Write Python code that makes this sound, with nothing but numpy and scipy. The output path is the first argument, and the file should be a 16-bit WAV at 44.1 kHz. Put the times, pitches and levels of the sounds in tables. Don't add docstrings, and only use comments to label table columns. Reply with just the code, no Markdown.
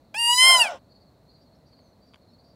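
import sys
import numpy as np
from scipy import signal
from scipy.fft import rfft, irfft
from scipy.io import wavfile
from scipy.ndimage import uniform_filter1d

SR = 44100
rng = np.random.default_rng(int(sys.argv[2]) if len(sys.argv) > 2 else 0)


def transcribe(u):
    v = np.clip(np.atleast_2d(u).T, -1, 1)
    q = np.round(v * 32767).astype(np.int16)
    wavfile.write(sys.argv[1], SR, q)


N = 112454
TIME = np.arange(N) / SR


def from_db(db):
    return 10 ** (np.asarray(db) / 20)


def rms_one(x):
    return x / np.sqrt(np.mean(x ** 2) + 1e-20)


def in_time(rows):
    times, *columns = np.transpose(rows)
    return [np.interp(TIME, times, column) for column in columns]


def gain_at(points, hz):
    point_hz, db = np.transpose(points)
    octave, point_octaves = np.log2(np.maximum(hz, 1)), np.log2(point_hz)
    beyond = np.abs(octave - np.clip(octave, point_octaves[0], point_octaves[-1]))
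    return from_db(np.interp(octave, point_octaves, db) - 24 * beyond)


def noise(colour):
    hz = np.arange(N // 2 + 1) * SR / N
    return rms_one(irfft(rfft(rng.standard_normal(N)) * gain_at(colour, hz), N))


def drift(hz):
    return rms_one(signal.sosfilt(signal.butter(2, hz, fs=SR, output="sos"), rng.standard_normal(N)))


def decay(start, t60):
    return (TIME >= start) * from_db(-60 * np.maximum(TIME - start, 0) / t60)


def scatter(x, t60, echo_db):
    tail = rng.standard_normal(N) * decay(0, t60)
    return x + from_db(echo_db) * signal.fftconvolve(x, tail / np.linalg.norm(tail))[:N]


def air():
    # (frequency [Hz], relative level [dB])
    rumble_colour = [(15, -38.5), (25, -19), (54, -0.5), (125, 1.5), (281, -1), (338, -7.5), (383, -7.5),
                     (656, -4.5), (774, -12.5), (858, -12.5), (1920, -27), (3220, -34), (3500, -34),
                     (4550, -57.5), (7700, -120)]
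    hiss_colour = [(2000, -9.5), (3000, -22), (3800, -5.5), (4350, 2.5), (4800, -12.5), (6000, -15),
                   (9000, -19), (15500, -20.5)]
    return from_db(-58) * noise(rumble_colour) + from_db(-74) * noise(hiss_colour)


def fox_partials(pitch, phase):
    # (time [s], rms level [dB])
    fundamental = [(.145, -41), (.2, -36), (.265, -33.5), (.298, -22), (.36, -29.5), (.45, -26.5),
                   (.56, -21), (.625, -27.5), (.645, -39), (.66, -29), (.673, -41), (.71, -35.5),
                   (.755, -42), (.79, -96)]
    second = [(.145, -43), (.2, -40), (.31, -38), (0.347, -32), (0.361, -47), (0.383, -25), (.42, -18),
              (.49, -15.5), (.555, -21.5), (0.587, -38.5), (.62, -32.5), (.685, -42), (.71, -52.5)]
    third = [(.145, -36), (.162, -33), (.183, -28), (.192, -26), (.205, -23.5), (.27, -21.5), (.295, -20.5),
             (.313, -18), (.322, -25), (.333, -17), (.352, -36), (.372, -41), (.384, -20), (.41, -16.5),
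             (.566, -16.5), (.582, -57), (.597, -20), (.62, -13), (.64, -27), (.678, -32), (.705, -62)]
    # (time [s], gain [dB])
    effort_curve = [(.145, -28), (.165, -18.5), (.195, -9.5), (.27, -4), (.33, 0.5), (.39, 1.5), (.45, 2.5),
                    (.51, 4), (.56, -2), (.585, 0.3), (.618, -2.5), (.645, -14), (.685, -26), (.71, -52)]
    # (frequency [Hz], rms level at 0 dB effort [dB])
    overtone_colour = [(3200, -16.5), (3760, -50), (3970, -32), (4180, -30.5), (4250, -39), (4600, -23.5),
                       (4880, -28.5), (5300, -22.5), (5370, -44), (5510, -30.5), (5720, -49.5),
                       (6000, -34.0), (6210, -34.5), (6350, -46.5), (7050, -31.5), (7190, -37), (7470, -35),
                       (7680, -30.5), (8030, -35.5), (8240, -29), (8380, -30), (8870, -40), (8940, -34),
                       (9290, -26.5), (9430, -27.5), (9710, -35.5), (9920, -36), (10130, -47),
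                       (10340, -39.5), (10480, -40), (10760, -34.0), (11460, -48.5), (11600, -37.5),
                       (11670, -50.5), (12370, -44), (12650, -58), (12790, -45.5), (13210, -55.5),
                       (13420, -48), (14820, -59.5), (15170, -49), (15730, -54.5)]
    glide_s, smear_rad = .005, 0.32
    waver_db, flicker_db = 1.3, 1.03
    effort = from_db(in_time(effort_curve)[0])
    gains = [uniform_filter1d(from_db(in_time(curve)[0]), size=int(glide_s * SR))
             for curve in (fundamental, second, third)]
    gains += [effort * gain_at(overtone_colour, k * pitch) for k in range(4, 21)]
    waves = []
    for k, gain in enumerate(gains, 1):
        height = k * pitch / 10000
        wobble_db = height * (waver_db * drift(hz=21.77) + flicker_db * drift(hz=101))
        lag = smear_rad * k ** 2
        waves.append(gain * from_db(wobble_db) * np.sin(k * phase - lag))
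    overtones = scatter(sum(waves[3:]), t60=0.077, echo_db=-19.5)
    return np.sqrt(2) * (sum(waves[:3]) + overtones)


def fox():
    # (time [s], pitch [Hz])
    arch = [(.143, 787), (.16, 847), (.183, 922), (.2, 937), (.235, 940.5), (.265, 943), (.3, 957),
            (.35, 985), (.4, 1019), (.45, 1043), (.48, 1052), (.5, 1052.5), (.53, 1043), (.57, 1011),
            (.6, 967), (.63, 904), (.66, 819), (.69, 738), (.72, 618), (.75, 548), (.78, 520)]
    # (time [s], growl level [dB], rasp level [dB], unsteadiness [share of the pitch])
    hoarseness = [(.145, -73, -60, 0.0024), (.2, -95, -91, 0.000093), (.32, -78, -72, .0002),
                  (.385, -51, -68, .0003), (.428, -36.5, -62, 0.00035), (.448, -34, -52, 0.0004),
                  (.49, -30, -42.5, 0.00063), (.58, -31, -42, .002), (.65, -32, -40.5, 0.0066),
                  (.683, -34, -48, 0.0077), (.71, -37.5, -46, 0.016), (.755, -44.5, -55.5, 0.031),
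                  (.8, -54, -57, 0.036)]
    # (time [s], level [dB])
    sizzle_curve = [(.15, -62), (.2, -90), (.44, -78), (.53, -57.5), (.585, -47.5), (.625, -47.5),
                    (.675, -62.5), (.72, -71), (.78, -88.5)]
    # (frequency [Hz], relative level [dB])
    catch_colour = [(500, -17), (740, 7), (1100, -5.5), (2500, -8), (3200, 2.5), (3900, -39), (5000, -10),
                    (8300, -20), (12000, -39), (15000, -14)]
    growl_colour = [(130, -38), (215, -21), (330, -36), (450, -29.5), (550, -9.5), (640, -6.5), (695, 0.5),
                    (765, -7), (850, -9), (1150, -16), (1300, -20), (1400, -7.5), (1500, -8.5),
                    (1570, -19.5), (1720, -32)]
    rasp_colour = [(1700, -3), (1950, 7.5), (2250, -6.5), (2800, 7), (3600, 0.5), (4150, -7.5), (4700, -23),
                   (5350, 3.5), (5750, -6), (6100, -0.5), (6750, -20), (7450, -6), (8400, -21.5),
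                   (10000, -26.5), (15500, -36)]
    sizzle_colour = [(6500, -10), (7900, 0.5), (8800, -13), (9400, -3), (11000, -9.5), (12800, -19),
                     (13600, -6.5), (14700, -16.5), (15500, -6)]
    onset_s, attack_s, end_s, release_s = 0.1412, 0.0044, 0.7945, 0.035
    flutter_hz, shimmer, pulse_depth = 164, 12, 0.78
    growl_db, rasp_db, unsteady = in_time(hoarseness)
    pitch = uniform_filter1d(in_time(arch)[0], size=700)
    jitter = 1 + unsteady * drift(flutter_hz)
    phase = 2 * np.pi * np.cumsum(pitch * jitter) / SR
    tremble = 1 + shimmer * unsteady * drift(flutter_hz)
    tone = tremble * fox_partials(pitch, phase)
    growl = from_db(growl_db) * noise(growl_colour)
    fold_pulses = 1 + pulse_depth * np.cos(phase)
    rasp = from_db(rasp_db) * noise(rasp_colour) * fold_pulses
    sizzle = from_db(in_time(sizzle_curve)[0]) * noise(sizzle_colour)
    catch = from_db(-30) * decay(onset_s, t60=0.043) * noise(catch_colour)
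    gate = np.clip((TIME - onset_s) / attack_s, 0, 1) * np.clip((end_s - TIME) / release_s, 0, 1)
    return gate * (tone + growl + rasp + sizzle + catch)


def chirring():
    # (time [s], rms level [dB], pitch [Hz])
    notes = [(.918, -63, 4414), (.962, -61, 4400), (1.02, -65.5, 4465), (1.073, -68.5, 4380),
             (1.296, -62.5, 4333), (1.35, -63, 4347), (1.474, -68.5, 4340), (1.533, -70, 4320),
             (1.738, -63, 4410), (1.794, -61.5, 4464), (1.87, -68.5, 4360), (1.93, -71, 4335),
             (2.23, -70, 4315), (2.292, -67, 4200), (2.342, -63.5, 4400), (2.396, -65.5, 4390)]
    width_s, sag_hz_per_s, arch_hz, waver_hz = .01, 7500, 54, 85
    out = np.zeros(N)
    for centre, db, hz in notes:
        offset = TIME - centre
        bend = (offset / width_s) ** 2
        pitch = hz - sag_hz_per_s * offset - arch_hz * bend + waver_hz * drift(hz=435)
        out += from_db(db) * np.exp(-.5 * bend) * np.sin(2 * np.pi * np.cumsum(pitch) / SR)
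    return np.sqrt(2) * out


def cricket():
    # (time [s], rms level [dB])
    chirps = [(.92, -69.5), (1.317, -67.5), (1.677, -67), (2.037, -67), (2.405, -68)]
    pitch_hz, waver_hz, spacing_s, width_s = 4650, 96, 0.051, 0.013
    swell = sum(from_db(db) * np.exp(-.5 * ((TIME - first - k * spacing_s) / width_s) ** 2)
                for first, db in chirps for k in range(3))
    pitch = pitch_hz + waver_hz * drift(hz=430)
    return np.sqrt(2) * swell * np.sin(2 * np.pi * np.cumsum(pitch) / SR)


def whistles():
    # (time [s], length [s], start pitch [Hz], end pitch [Hz], peak level [dB], waver depth [Hz])
    bird_notes = [(1.401, 0.044, 4700, 5520, -74.5, 169.9), (1.543, 0.026, 4600, 5370, -71, 190),
                  (1.662, .035, 4745, 5900, -75, 169.3), (1.799, .125, 7000, 6020, -76, 39.94),
                  (2.05, 0.068, 4970, 5485, -76, 203), (2.28, 0.064, 5000, 5400, -77, 170),
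                  (2.421, .13, 5310, 5170, -75, 244)]
    out = np.zeros(N)
    for start, length, start_hz, end_hz, db, waver_hz in bird_notes:
        progress = np.clip((TIME - start) / length, 0, 1)
        pitch = end_hz + (start_hz - end_hz) * (1 - progress) ** 3 + waver_hz * drift(hz=300)
        out += from_db(db) * np.sin(np.pi * progress) * np.sin(2 * np.pi * np.cumsum(pitch) / SR)
    return out


def ticks():
    # (time [s], level before the low-pass [dB], low-pass cutoff [Hz])
    contacts = [(1.732, -53.5, 2200), (1.791, -51, 2400), (2.1366, -47.5, 6000), (2.1434, -41.5, 6000),
                (2.1585, -49, 9900)]
    # (frequency [Hz], relative level [dB])
    tick_colour = [(500, -7), (950, 9), (1400, 4.5), (1850, -2), (2400, 2), (2800, -3), (3250, 10.5),
                   (4200, -18), (9000, -12), (14000, -29.5)]
    out = np.zeros(N)
    for start, db, cutoff_hz in contacts:
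        burst = from_db(db) * decay(start, t60=.012) * noise(tick_colour)
        low_pass = signal.butter(2, cutoff_hz, fs=SR, output="sos")
        out += signal.sosfilt(low_pass, burst + 1e-18)
    return out


def scene():
    bed = air()
    hillside = scatter(cricket() + chirring() + whistles(), t60=0.18, echo_db=-4.5)
    return (bed + fox() + hillside + ticks())[None]


def record(dry):
    hiss_db, cutoff_hz = -84, 15750
    hiss = from_db(hiss_db) * rng.standard_normal(N)
    return signal.sosfilt(signal.ellip(12, .1, 80, cutoff_hz, fs=SR, output="sos"), dry + hiss)


dry = scene()
out = record(dry)
transcribe(out)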